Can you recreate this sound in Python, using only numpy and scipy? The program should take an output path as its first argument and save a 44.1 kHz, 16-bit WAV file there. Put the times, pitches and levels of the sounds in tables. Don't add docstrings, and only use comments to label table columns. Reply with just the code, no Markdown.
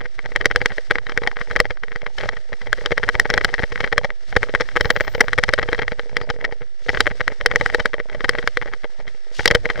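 import sys
import numpy as np
from scipy import signal
from scipy.fft import rfft, irfft
from scipy.io import wavfile

SR = 44100
rng = np.random.default_rng(int(sys.argv[2]) if len(sys.argv) > 2 else 0)


def wav_record(signal):
    frames = np.transpose(np.atleast_2d(signal))
    bounded = np.clip(frames, -1, 1)
    quanta = np.round(bounded * 32767).astype(np.int16)
    wavfile.write(sys.argv[1], SR, quanta)


N = 432180
TIME_S = np.arange(N) / SR


def from_db(db):
    return 10 ** (np.asarray(db) / 20)


def rms_one(x):
    return x / np.sqrt(np.mean(x ** 2) + 1e-20)


def panned(pan_db):
    gains = from_db(np.array([[pan_db], [-pan_db]]) / 2)
    return gains / gains.mean()


def drift(rate_hz):
    knots = rng.standard_normal(int(N / SR * rate_hz) + 2)
    return rms_one(np.interp(TIME_S * rate_hz, np.arange(len(knots)), knots))


def swell(start_s, end_s):
    corners_s = np.linspace(start_s, end_s, 5)
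    return np.sqrt(np.interp(TIME_S, corners_s, [0, .5, 1, .5, 0]))


def stereo_noise(likeness):
    shared = np.clip(likeness, 0, 1)
    mid, side = rng.standard_normal((2, N))
    return np.sqrt(1 + shared) * mid + np.sqrt(1 - shared) * side * [[1], [-1]]


def coloured(x, spectrum):
    hz, db = np.transpose(spectrum)
    bins_hz = np.maximum(np.fft.rfftfreq(N, 1 / SR), 1)
    curve_db = np.interp(np.log(bins_hz), np.log(hz), db, right=-100)
    low_cut = 1 / np.hypot(1, (hz[0] / bins_hz) ** 2)
    return rms_one(irfft(rfft(x) * from_db(curve_db) * low_cut, N))


def ring(force, hz, width_hz):
    radius = np.exp(-np.pi * width_hz / SR)
    angle = 2 * np.pi * hz / SR
    leak = np.exp(-angle / 2)
    resonance = [1, -2 * radius * np.cos(angle), radius * radius]
    poles = np.convolve(resonance, [1, -leak])
    height = radius * np.sin(angle) * (1 + leak) / 2
    return np.diff(signal.lfilter([height], poles, force + 1e-18), prepend=0)


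# pitch_hz [Hz], level_db [relative dB per Hz]
WIND_SPECTRUM = [(20, 8), (35, -3), (60, -6.5), (100, -7), (180, -26.5), (350, -26), (700, -24.5),
                 (1500, -66)]


def wind(rumble_db, gust_db=2.5):
    eddies = stereo_noise(likeness=0.64) * from_db(gust_db * drift(7.8))
    return from_db(rumble_db + 1.5) * panned(-3.0) * coloured(eddies, WIND_SPECTRUM)


# start_s [s], end_s [s], pitch_hz [Hz], level_db [dB at the height of the swell]
BRAKE_SQUEALS = [(4.752, 5.29, 14800, -57), (6.203, 6.255, 4800, -47)]


def brake(width_hz=420):
    rub = stereo_noise(likeness=.8)
    out = np.zeros((2, N))
    for start_s, end_s, hz, db in BRAKE_SQUEALS:
        whistle = ring(ring(rub, hz, width_hz), hz, width_hz)
        out += from_db(db) * swell(start_s, end_s) * rms_one(whistle)
    return out


# time_s [s], level_db [dB before the trim and the fall in flight]
TYRE_HISS = [(0.0, -60.5), (0.27, -57), (0.52, -55.5), (0.79, -51.5), (1.09, -58), (1.47, -52.5),
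             (1.74, -60.5), (2.81, -54.5), (3.41, -50.5), (3.79, -51.5), (4.07, -59), (4.31, -55.5),
             (4.56, -51.5), (5.73, -52), (5.87, -55), (6.58, -61), (6.85, -58.5), (7.01, -52), (7.4, -55.5),
             (7.67, -47), (7.97, -59), (8.43, -52), (8.79, -57.5), (9.11, -58), (9.61, -52.5), (9.8, -51)]
# pitch_hz [Hz], level_db [relative dB per Hz]
GRIT_SPECTRUM = [(300, 0.5), (600, 6.5), (1000, -7), (1900, 6.5), (2500, -1), (4200, -4), (5400, -1.5),
                 (6600, -13), (8200, -15), (9200, -21.5), (10300, -23.5), (12500, -31), (16000, -48)]


def tyres(airborne, grain_db=2.5, surge_db=2.0, flight_db=-1.5):
    time_s, level_db = np.transpose(TYRE_HISS)
    hiss_db = np.interp(TIME_S, time_s, level_db) + flight_db * airborne
    grit = stereo_noise(likeness=0.66)
    burst_db = grain_db * drift(900) + surge_db * drift(45)
    crunch = grit * from_db(burst_db)
    return from_db(hiss_db + 6.5) * panned(4.7) * coloured(crunch, GRIT_SPECTRUM)


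# start_s [s], end_s [s], level_db [dB at the height of the swell]
TOUCHDOWNS = [(2.123, 2.31, -46.5), (4.223, 4.418, -53.5), (6.81, 7.06, -43.5), (9.323, 9.48, -37)]
# pitch_hz [Hz], level_db [relative dB per Hz]
SCUFF_SPECTRUM = [(3000, 17), (5800, 10.5), (11000, -13), (16000, -28)]


def landings(grain_db=3.0):
    grains = stereo_noise(likeness=0.87) * from_db(grain_db * drift(270))
    spray = coloured(grains, SCUFF_SPECTRUM)
    level = sum(from_db(db) * swell(start_s, end_s) for start_s, end_s, db in TOUCHDOWNS)
    return panned(4.4) * spray * level


# start_s [take-off, s], end_s [touch-down, s]; a row of no length is silent
JUMPS = [(0.07, 0.18), (2.39, 2.5), (4.12, 4.31), (6.62, 6.83), (9.1, 9.1)]


def flight():
    return sum(swell(start_s, end_s) for start_s, end_s in JUMPS)


# start_s [s], strength_db [dB before the trim], chatter_db [dB of the chatter around it]
BUMP_KNOCKS = [(0.0122, -20, -33.5), (0.0572, -29, -30.5), (0.1918, -19.5, -41), (0.2594, -12, -32.5),
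               (0.3201, -25, -46), (0.361, -5.5, -23), (0.4119, -15.0, -26.0), (0.4567, 0.5, -17.5),
               (0.5124, -13.0, -26), (0.56, 0, -22.5), (0.616, -11.5, -22), (0.6587, -1.5, -22.0),
               (0.7045, -29, -34), (0.7204, -21, -32), (0.783, -18.5, -33), (0.91, -5.5, -15.0),
               (0.956, -15.0, -27), (0.9849, -13, -32), (1.0678, -18, -39), (1.0959, -16.5, -32),
               (1.121, -18.5, -35), (1.1757, -9.0, -23), (1.22, -27.0, -37), (1.2361, -13.5, -31),
               (1.2742, -7, -23.5), (1.3153, -20.5, -43), (1.3691, -17, -36.5), (1.3899, -25, -38),
               (1.4142, -20.5, -29.5), (1.5118, -14, -29), (1.5623, -8.5, -17.5), (1.602, -0.5, -15),
               (1.6546, -21, -29), (1.7073, -17.5, -26), (1.7725, -25, -56), (1.836, -17, -37.5),
               (1.883, -23.5, -44), (1.919, -21, -39), (1.9599, -13.5, -31.5), (2.0183, -21.5, -46),
               (2.0656, -11.5, -31.5), (2.1843, -9, -28.5), (2.21, -17.5, -29), (2.2362, -20, -26),
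               (2.258, -32, -28.5), (2.2905, -8, -26), (2.334, -41, -36), (2.3697, -22, -34),
               (2.531, -21, -30.5), (2.6176, -27, -36), (2.6718, -24, -36), (2.7294, -4, -28.5),
               (2.7827, -26.0, -35), (2.8107, -29, -59), (2.86, -2.5, -14.5), (2.9199, -15, -16.5),
               (2.9791, -6.5, -24), (3.0371, -14, -21.0), (3.0897, -7, -19.5), (3.1513, -30, -23),
               (3.198, 0.0, -24.5), (3.2555, -14.0, -22), (3.3019, -7, -19.5), (3.3394, -2.5, -19.5),
               (3.3778, -9, -20), (3.4119, -19.0, -28), (3.4466, 1.5, -17), (3.4905, -21, -32.5),
               (3.541, -7, -29.5), (3.5935, -13.5, -22.5), (3.6346, -24, -21.5), (3.7227, -13, -28),
               (3.7583, -16, -34.5), (3.7778, -19, -45), (3.806, -14, -22.5), (3.8427, -11, -20),
               (3.876, -18.0, -34.5), (3.9268, -10.5, -17.5), (3.9799, -4.0, -19), (4.0463, -18.5, -17),
               (4.1044, -22.0, -33), (4.3267, -18.5, -39.0), (4.3658, -5.5, -11.5), (4.431, -11.0, -22.5),
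               (4.4946, -21, -30), (4.55, -11.5, -20), (4.6086, -5.5, -17.5), (4.657, -32, -47),
               (4.689, -16.5, -53), (4.7175, -36, -45), (4.7682, -11.5, -14.5), (4.8095, -3, -20.5),
               (4.8552, -6.5, -17.5), (4.9042, 2, -16), (4.9634, -11.5, -21), (5.008, -10, -19),
               (5.049, -22, -36), (5.0791, -10, -24), (5.1491, -7.5, -21), (5.2075, 2, -14.5),
               (5.2832, -11, -30.5), (5.3322, -6.0, -24.5), (5.3855, -6.5, -15), (5.4372, -1, -21.0),
               (5.4907, -8, -19.5), (5.5367, 0.5, -20.5), (5.5883, -11.0, -16.5), (5.6294, -10.5, -19.5),
               (5.6882, -17, -26), (5.73, -13.5, -24), (5.7475, -11.5, -31.5), (5.791, -17, -21.5),
               (5.8217, -13.5, -21), (5.8807, -11, -36), (5.9205, -16, -25.5), (5.9949, -11, -29),
               (6.0952, -24, -48.0), (6.168, -5, -29), (6.2143, -17, -30.5), (6.301, -10.5, -19),
               (6.4118, -30, -35.5), (6.4495, -8, -21.5), (6.5242, -18.5, -34), (6.6196, -30.5, -36),
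               (6.8924, -11, -18), (6.948, -10, -23.5), (6.973, -8.5, -29.5), (7.0053, 3, -12.5),
               (7.0678, -15, -16.5), (7.1135, -38, -27.5), (7.2064, -18, -19), (7.2794, -9, -30.5),
               (7.3212, -26.0, -31.5), (7.4116, -26, -27.5), (7.4607, 2.5, -25.5), (7.514, -15, -21.5),
               (7.559, -8, -22.5), (7.6118, -14.5, -21), (7.6614, -5.5, -26), (7.7005, -16, -32),
               (7.7466, -4.0, -13), (7.8006, -11, -18.5), (7.8573, -3.5, -22), (7.9407, -18.5, -24.0),
               (8.0012, -18, -29), (8.0987, -21, -35), (8.1292, -24, -37.5), (8.1482, -39, -31),
               (8.2068, -15, -31.5), (8.245, -9, -20.5), (8.2929, 1.0, -20), (8.3338, -32, -36),
               (8.3522, -18, -33), (8.387, -13, -23.5), (8.4276, -16, -37), (8.4752, -2, -25.5),
               (8.5721, -7.5, -32), (8.624, -22, -28), (8.659, -27.0, -36), (8.6778, -28, -32),
               (8.7363, -15, -31), (8.845, -22, -31), (9.001, -27.0, -36.5), (9.079, -17, -32),
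               (9.3969, -17, -19), (9.4569, 5.5, -19), (9.477, -6, -34), (9.5114, -1.5, -12.5),
               (9.55, 1, -15.5), (9.656, -14, -24), (9.702, -9, -21.5), (9.7581, -21.0, -34),
               (9.777, -28, -34.5), (9.7942, -25, -25)]


def knocks(knock_db=-0.5, edge_vary_db=1.0):
    start_s, strength_db, chatter_db = np.transpose(BUMP_KNOCKS)
    thud_db = 2.5 - 0.34 * strength_db + 0.28 * chatter_db
    edge_db = -2 + 0.52 * np.maximum(strength_db + 9, 0)
    edge_db = edge_db + edge_vary_db * rng.standard_normal(len(start_s))
    return np.transpose([start_s, strength_db + knock_db, thud_db, edge_db])


def shaking(hits, felt_s=0.044, weight_per_db=0.89):
    start_s, db, thud_db, _ = hits.T
    coarse_s = np.linspace(0, N / SR, 2000)
    nearness = np.exp(-.5 * ((coarse_s[:, None] - start_s) / felt_s) ** 2)
    felt = nearness / (felt_s * np.sqrt(2 * np.pi))
    weight = from_db(weight_per_db * (db + thud_db))
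    return np.interp(TIME_S, coarse_s, 20 * np.log10(1 + felt @ weight))


def fine_rattle(rattle_db, per_s, spread_db, thud_db, edge_db):
    chance, size = rng.random(N), rng.standard_normal(N)
    at = np.flatnonzero(chance < per_s / SR)
    db = rattle_db[at] + spread_db * np.clip(size[at], -2, 2)
    return np.transpose([at / SR, db, np.full(len(at), thud_db), np.full(len(at), edge_db)])


def chatter(hits, lead_s, lag_s, slide_db, rebound_db, clean, spread_db, thud_db, edge_db, count=6):
    start_s, strength_db, thud, edge = np.repeat(hits, count, axis=0).T
    db = np.repeat(np.array(BUMP_KNOCKS)[:, 2], count)
    jitter, size = rng.random((len(start_s), 2)).T
    turn = 2 * (np.arange(len(start_s)) % count + jitter) / count - 1
    before = turn < 0
    delay_s = turn * np.sqrt(abs(turn)) * np.where(before, lead_s, lag_s)
    slide = slide_db - clean * np.maximum(strength_db + 14, 0)
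    db = db + np.where(before, slide, rebound_db) + spread_db * (size - abs(turn))
    return np.transpose([start_s + delay_s, db, thud / 2 + thud_db, edge / 2 + edge_db])


def bounce(sharp, delay_s=0.0006, level_db=-9.5, hardening=1.0):
    start_s, db, thud_db, edge_db = sharp.T
    again_s = start_s + delay_s * (1 + 0.034 * rng.standard_normal(len(start_s)))
    again_db = db + level_db + hardening * np.minimum(db, 8)
    return np.transpose([again_s, again_db, thud_db - 4, edge_db - 2])


# pitch_hz [Hz], level_db [relative dB per Hz]
CRACK_SPECTRUM = [(3200, 15), (5600, 8), (7000, -49.5), (11000, -20), (16000, -47)]


def crack(sharp, level_db=-14.0, attack_s=0.00027, decay_s=0.0021):
    start_s, db, _, edge_db = sharp.T
    gentle_db = .45 * np.minimum(db + 4.5, 0)
    blow_db = db + edge_db + level_db + gentle_db
    blows = np.bincount(np.round(start_s * SR).astype(int), from_db(blow_db), N)
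    rise, fall = np.exp(-1 / (np.array([attack_s, decay_s]) * SR))
    envelope = signal.lfilter([1 - rise], np.poly([rise, fall]), blows + 1e-18)
    return panned(8.7) * envelope * coloured(stereo_noise(likeness=0.83), CRACK_SPECTRUM)


def pushes(start_s, sizes, roll_off_hz, length=25):
    step = np.arange(length) - length // 2
    bells = np.exp(-.5 * (2 * np.pi * roll_off_hz[:, None] * step / SR) ** 2)
    bells /= bells.sum(axis=1, keepdims=True)
    centre = np.round(start_s * SR).astype(int)
    at = np.clip(centre[:, None] + step, 0, N - 1).ravel()
    return [np.bincount(at, (bells * size[:, None]).ravel(), N) for size in sizes.T]


# [left minus right dB, before the seat leans it]
HOUSING_MODES = [(99, 174, -12, -1), (234.4, 190, -19.5, -9), (488, 38, -16.5, 7), (590, 80, -14.5, 7),
                 (840, 130, -13, 7.5), (1270, 250, -10.5, 7), (1640, 260, -2.5, 6.5), (1930, 200, 1.5, 5.7),
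                 (2140, 230, -5.5, 5.7), (3130, 90, -16, 5), (3200, 410, -17, 14), (3894, 145, -17, 4.5),
                 (4630, 100, -21.5, 4.5), (5334, 185, -14.5, 7), (7400, 3400, -36, 14)]


def housing(contacts, sign, vary_db=5.5, soft_hz=4600, hardening=0.086, edge_hardening=0.72,
            detune=0.02, seats=3):
    start_s, db, thud_db, edge_db = contacts.T
    hz, width_hz, mode_db, pan_db = np.transpose(HOUSING_MODES)
    low = np.clip(np.log2(1500 / hz), 0, 1)
    high = np.clip(np.log2(hz / 2000), 0, .8)
    spot_db = vary_db * rng.standard_normal((len(start_s), len(hz)))
    colour_db = np.outer(thud_db, low) + np.outer(edge_db, high)
    sizes = sign[:, None] * from_db(db[:, None] + mode_db + colour_db + spot_db)
    hard_db = np.maximum(db + 15, -6)
    roll_off_hz = soft_hz * from_db(hardening * hard_db + edge_hardening * edge_db)
    seat = rng.integers(0, seats, len(start_s))
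    out = np.zeros((2, N))
    for k, tightness in enumerate(np.linspace(-1, 1, seats)):
        here = seat == k
        forces = pushes(start_s[here], sizes[here], roll_off_hz[here])
        for m, force in enumerate(forces):
            lean_db = 1.5 * tightness * (-1) ** m
            mode = ring(force, hz[m] * (1 + detune * tightness), width_hz[m])
            out += panned(pan_db[m] + lean_db) * mode
    return out


# [extra highs, dB]
FLICKED_STONES = [(9.478, -10.5, -25, 20)]


def rattle(hits, rattle_db):
    sharp = np.vstack([hits, FLICKED_STONES])
    heavy = np.vstack([sharp, bounce(sharp)])
    slides = chatter(hits, lead_s=.012, lag_s=0.011, slide_db=1.5, rebound_db=3.0, clean=0.55,
                     spread_db=11.5, thud_db=4.5, edge_db=-1.5)
    ticks = fine_rattle(rattle_db, per_s=75, spread_db=8, thud_db=14.5, edge_db=-8)
    either_way = rng.choice([-1, 1], len(slides) + len(ticks))
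    sign = np.r_[-np.ones(len(heavy)), either_way]
    return housing(np.vstack([heavy, slides, ticks]), sign) + crack(sharp)


def hollow(x, hz=2500, width_hz=500, depth=.5):
    notched = signal.lfilter(*signal.iirnotch(hz, hz / width_hz, fs=SR), x)
    return x + np.clip(depth, 0, 1) * (notched - x)


def scene():
    hits = knocks()
    shake_db = shaking(hits)
    airborne = flight()
    rattle_db = -56 + 0.82 * shake_db - 9 * airborne
    rumble_db = -55 + 0.84 * shake_db - 2 * airborne
    through_case = rattle(hits, rattle_db) + tyres(airborne) + landings()
    return hollow(through_case) + wind(rumble_db) + brake()


REST_OFFSET = [
    [-.044],
    [.076],
]


def record(dry):
    shifted = dry + REST_OFFSET
    clipped = shifted / (1 + shifted ** 8) ** (1 / 8)
    top_cut = signal.cheby2(12, 60, 16400, fs=SR, output="sos")
    return signal.sosfilt(top_cut, clipped - REST_OFFSET) + REST_OFFSET


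dry = scene()
out = record(dry)
wav_record(out)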